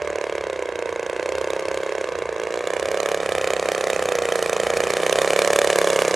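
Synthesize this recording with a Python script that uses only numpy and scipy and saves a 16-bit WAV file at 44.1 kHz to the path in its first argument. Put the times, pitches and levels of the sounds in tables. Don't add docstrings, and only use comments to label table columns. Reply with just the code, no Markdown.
import sys
import numpy as np
from scipy import signal
from scipy.fft import rfft, irfft, next_fast_len
from scipy.io import wavfile
from scipy.ndimage import uniform_filter1d, map_coordinates

SR = 44100
rng = np.random.default_rng(int(sys.argv[2]) if len(sys.argv) > 2 else 0)


def pcm_store(signal):
    levels = np.round(np.clip(np.atleast_2d(signal), -1, 1) * 32767)
    wavfile.write(sys.argv[1], SR, levels.astype(np.int16).T)


def how_loud(loudness_db):
    steps = np.asarray(loudness_db, float) / 20
    return 10 ** steps


N = 271215
SLIP_TURN = 134
MEAN_SPEED = 65
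NEAR_M = 40
# [time_s, speed_turns_per_s]
ENGINE_SPEED = [(0.0, 73.39), (0.34, 71.14), (0.7, 59.61), (1.03, 57.87), (1.35, 65.95), (1.99, 67.52),
                (2.15, 60.03), (2.4, 54.33), (2.84, 67.66), (3.14, 70.77), (3.34, 65.26), (3.94, 65.71),
                (4.17, 59.86), (4.49, 56.99), (4.92, 60.66), (5.35, 70.36), (5.72, 71.04), (6.15, 65.09)]
# [time_s, distance_m]
PLANE_DISTANCE = [(0, 70), (.75, 68.2), (1.7, 56), (2.4, 65), (2.8, 49.3), (3.4, 41.7), (4.2, 37.8),
                  (5.5, 26.5), (6.15, 27.5)]


def rms_one(x):
    return x / np.sqrt(np.mean(x ** 2) + 1e-20)


def in_time(rows):
    times_s, values = np.transpose(rows)
    return np.interp(np.arange(N) / SR, times_s, values)


def law(near_db, per_m=0, per_speed=0):
    further_m = in_time(PLANE_DISTANCE) - NEAR_M
    faster = in_time(ENGINE_SPEED) - MEAN_SPEED
    return near_db + per_m * further_m + per_speed * faster


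def colour(x, points):
    hz, db = np.transpose(points)
    size = next_fast_len(N)
    log_hz = np.log(np.arange(size // 2 + 1) * SR / size + 1)
    gain = how_loud(np.interp(log_hz, np.log(hz), db))
    return irfft(rfft(x, size) * gain, size)[..., :N]


def noise_of(curve):
    return colour(rng.standard_normal(N), curve)


def drift(hz):
    low_pass = signal.butter(2, hz, fs=SR, output="sos")
    return rms_one(signal.sosfilt(low_pass, rng.standard_normal(N + SR))[SR:])


def resonance(x, hz, width_hz):
    r = np.exp(-np.pi * width_hz / SR)
    feedback = [2, -4 * r * np.cos(2 * np.pi * hz / SR), 2 * r * r]
    return signal.lfilter([1 - r * r, 0, r * r - 1], feedback, x + 1e-18)


def tones(table, angle, waver_db):
    out = 0
    for order, db, phase in table:
        level = how_loud(db + waver_db * drift(3.0))
        out = out + level * np.cos(order * angle + phase + 0.26 * drift(25.0))
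    return out


def crank():
    first_turn = -1.44
    flywheel_s = .1
    lead = SR // 5
    now = np.arange(-lead, N + lead) / SR
    speed = np.interp(now, *np.transpose(ENGINE_SPEED))
    counted = np.cumsum(uniform_filter1d(speed, size=int(flywheel_s * SR))) / SR
    turns = np.arange(-8, 401)
    return turns, np.interp(turns, counted - counted[lead] + first_turn, now)


def strokes(turns, turn_s, dice, spread_db):
    # [centre_s, half_length_s, level_db against a full firing]
    catches = [
        (2.075, .02, -6),
        (2.405, .05, -3),
        (2.475, .03, -7),
        (2.555, .06, -2),
        (5.05, .3, -13),
    ]
    idle_db, catch_fall_db = -22, 7
    fires = (turns + (turns > SLIP_TURN - 1)) % 2 == 0
    caught_db = [db - catch_fall_db * ((turn_s - centre) / half) ** 2 for centre, half, db in catches]
    idle_turn_db = np.maximum(idle_db, np.max(caught_db, axis=0))
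    level_db = np.where(fires, 0, idle_turn_db) + spread_db * dice
    at = np.round(turn_s * SR).astype(int)
    heard = (at >= 0) & (at < N)
    clicks = np.zeros(N)
    clicks[at[heard]] = how_loud(level_db[heard])
    return clicks


def exhaust(turns, turn_s):
    # [pitch_hz, width_hz, level_db]
    pipe = [
        (312.2, 107, -3),
        (491, 203, 0.5),
        (2450, 590, -15.5),
        (1520, 140, -17.5),
    ]
    muffler_hz, muffler_width_hz, muffler_share = 261, 53, 0.52
    dice = rng.standard_normal((len(turns), len(pipe) + 1))
    out = 0
    for k, (hz, width_hz, db) in enumerate(pipe):
        chance = .7 * dice[:, -1] + hz / 1100 * dice[:, k]
        kicks = strokes(turns, turn_s - .00021, chance, spread_db=1)
        out = out + (-1) ** k * how_loud(db) * resonance(kicks, hz, width_hz)
    out = out - muffler_share * resonance(out, muffler_hz, muffler_width_hz)
    soft = signal.lfilter(*signal.butter(2, 2150, fs=SR), out)
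    return rms_one(signal.lfilter(*signal.butter(1, 100, "high", fs=SR), soft))


def spit(turns, turn_s):
    # [pitch_hz, level_db]
    gas_curve = [(600, -54), (1200, 3.5), (2300, 4.5), (3700, 2.5), (5000, -5.5), (6600, 2), (8000, -3),
                 (12500, -15), (15000, -24), (16500, -55)]
    rise_s, fall_s, tail_s, tail_db = 0.00042, 0.0015, 0.0041, -13.5
    kicks = strokes(turns, turn_s, rng.standard_normal(len(turns)), spread_db=.6)
    rise, fall, tail = np.exp(-1 / (np.array([rise_s, fall_s, tail_s]) * SR))
    burst = signal.lfilter([1], [1, -fall], kicks)
    gate = burst + how_loud(tail_db) * signal.lfilter([1], [1, -tail], kicks)
    return rms_one(signal.lfilter([1 - rise], [1, -rise], gate) * noise_of(gas_curve))


def wash(angle):
    # [pitch_hz, level_db]
    wash_curve = [(100, -76), (270, -11), (330, 0.5), (520, -2.5), (750, 0), (1200, -5.5), (2200, -8),
                  (3500, -22.5), (7000, -39), (16500, -75)]
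    blades_db = 2.0 * np.cos(2 * angle + 0.53)
    turn_db = 2.53 * np.cos(angle + 1.28)
    return rms_one(how_loud(blades_db + turn_db + 0.68 * drift(66.0)) * noise_of(wash_curve))


def whine(turns, turn_s):
    # [multiple_of_turn_rate, level_db, phase_rad]
    shaft = [
        (8, 2, 4),
        (6.5, -4.5, 1.2),
        (16, -13.5, -0.5),
    ]
    # [multiple_of_turn_rate, level_db, phase_rad]
    throb_tones = [
        (1, -27, 0.0096),
        (2, -14, 0.68),
        (2.5, -10.5, 1),
        (3, -14, -0.25),
        (3.5, -9, 0.22),
    ]
    body_hz, body_width_hz = 187.4, 53
    now = np.arange(N) / SR
    late = 2 * np.pi * np.interp(now - .0016, turn_s, turns)
    fired = 2 * np.pi * np.interp(now, turn_s, turns + (turns > SLIP_TURN - 1))
    throb = resonance(tones(throb_tones, fired, waver_db=1.5), body_hz, body_width_hz)
    intake = how_loud(4.7 * np.cos(late - 2.6)) * tones(shaft, late, waver_db=2.5)
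    return intake + how_loud(law(3.0, per_m=-0.17)) * throb


def hiss():
    # [pitch_hz, level_db]
    tip_curve = [(1500, -23), (3000, 0), (6500, -1), (10000, -3), (12500, -18), (15000, -26), (16500, -52)]
    level_db = law(-18.5, per_m=-.21, per_speed=0.0088) + 1.7 * drift(45.0)
    return how_loud(level_db) * rms_one(noise_of(tip_curve))


def air(x):
    # [pitch_hz, level_db]
    absorbed = [(4000, -33), (8000, -7), (12000, -1), (15000, 0)]
    treble_db = np.minimum(law(-1.9, per_m=-.24, per_speed=0.0064), 0)
    return x - (1 - how_loud(treble_db)) * colour(x, absorbed)


def ground(x):
    # [time_s, angle_degrees]
    elevation = [(0, 11.17), (1.1, 11.52), (2.4, 11.14), (3.2, 10.16), (3.75, 9.76), (4.4, 9.96),
                 (5.65, 10.36), (5.9, 10.77)]
    mic_height_m, sound_m_per_s = 1.6, 343
    extra_s = 2 * mic_height_m * np.sin(np.radians(in_time(elevation))) / sound_m_per_s
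    late = map_coordinates(x, [np.arange(N) - extra_s * SR], order=3)
    held = signal.lfilter(*signal.butter(1, 900, fs=SR), late)
    share = np.minimum(0.586, 0.55 + 0.002 * (in_time(PLANE_DISTANCE) - NEAR_M))
    return x + share * (0.52 * late + 0.54 * held)


def wind():
    # [pitch_hz, level_db]
    rumble_curve = [(20, -34), (45, -26), (62, -5.5), (74, 2), (88, -3.5), (120, -13), (270, -18.5),
                    (400, -95)]
    # [start_s, length_s, level_db]
    gust_list = [(0.025, 0.032, -60), (0.105, 0.035, -54), (0.423, 0.036, -52), (0.484, 0.1, -64),
                 (0.618, 0.032, -60), (0.74, 0.026, -60), (0.905, 0.049, -51), (1.308, 0.096, -52),
                 (1.482, 0.062, -64), (1.685, 0.026, -56), (1.772, 0.033, -54), (2.13, 0.088, -56),
                 (2.254, 0.042, -53), (2.785, 0.13, -51), (3.118, 0.079, -69), (3.274, 0.037, -63),
                 (3.335, 0.099, -47), (3.525, 0.035, -55), (3.649, 0.034, -56), (3.95, 0.057, -49),
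                 (4.048, 0.038, -53), (4.223, 0.042, -54), (4.467, 0.03, -61), (4.65, 0.042, -54),
                 (4.72, 0.14, -49), (5.153, 0.036, -56), (5.467, 0.054, -54), (5.662, 0.03, -55)]
    breeze_db, flutter_db, edge_s, lumpiness = -55, 2.1, 0.027, .4
    now = np.arange(N) / SR
    gusts = 0
    for start_s, length_s, db in gust_list:
        from_middle = (now - start_s - length_s / 2) / (length_s / 2 + edge_s)
        gusts = gusts + how_loud(db) * np.exp(-from_middle ** 2)
    noise = rms_one(noise_of(rumble_curve))
    lumps = uniform_filter1d(noise ** 2, size=SR // 25) + .01
    evened = rms_one(noise / lumps ** ((1 - lumpiness) / 2))
    return (how_loud(breeze_db + flutter_db * drift(9.1)) + gusts) * evened


def scatter(x):
    # [pitch_hz, level_db under the common sound]
    stray_curve = [(25, -16), (60, -16), (300, -24.5), (700, -20.5), (1400, -14.5), (3000, -11),
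                   (7000, -11.5), (10000, -5.5), (15000, -2.5)]
    flutter_hz = 120
    return colour(np.array([x * drift(flutter_hz), x * drift(flutter_hz)]), stray_curve)


def scene():
    turns, turn_s = crank()
    angle = 2 * np.pi * np.interp(np.arange(N) / SR, turn_s, turns)
    plane = exhaust(turns, turn_s)
    plane = plane + how_loud(law(-8, per_m=-0.14, per_speed=0.056)) * spit(turns, turn_s)
    plane = plane + how_loud(law(-5.5, per_m=0.008, per_speed=-0.067)) * wash(angle)
    plane = plane + how_loud(law(-11.5, per_m=0.022, per_speed=-0.023)) * whine(turns, turn_s)
    plane = plane + hiss()
    spreading = NEAR_M / in_time(PLANE_DISTANCE)
    common = how_loud(law(-26, per_speed=0.06)) * spreading * ground(air(plane)) + wind()
    return common + scatter(common)


def band_limit(x):
    return signal.sosfilt(signal.butter(12, 16510, fs=SR, output="sos"), x)


def record(dry):
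    # [pitch_hz, difference_db]
    mic_balance = [(60, -2.5), (110, -3.0), (200, -2.5), (380, -3.0), (700, -3.0), (1290, -2.0),
                   (2380, -2.0), (4400, -4.5), (8120, -1.0), (15000, -1.0)]
    limit, cut_hz = 1.3, 15800
    left = colour(dry[0], [(hz, db / 2) for hz, db in mic_balance])
    right = colour(dry[1], [(hz, -db / 2) for hz, db in mic_balance])
    rounded = limit * np.tanh(np.array([left, right]) / limit)
    top_cut = signal.cheby2(8, 50, cut_hz + 900, fs=SR, output="sos")
    return band_limit(signal.sosfilt(top_cut, rounded))


dry = scene()
out = record(dry)
pcm_store(out)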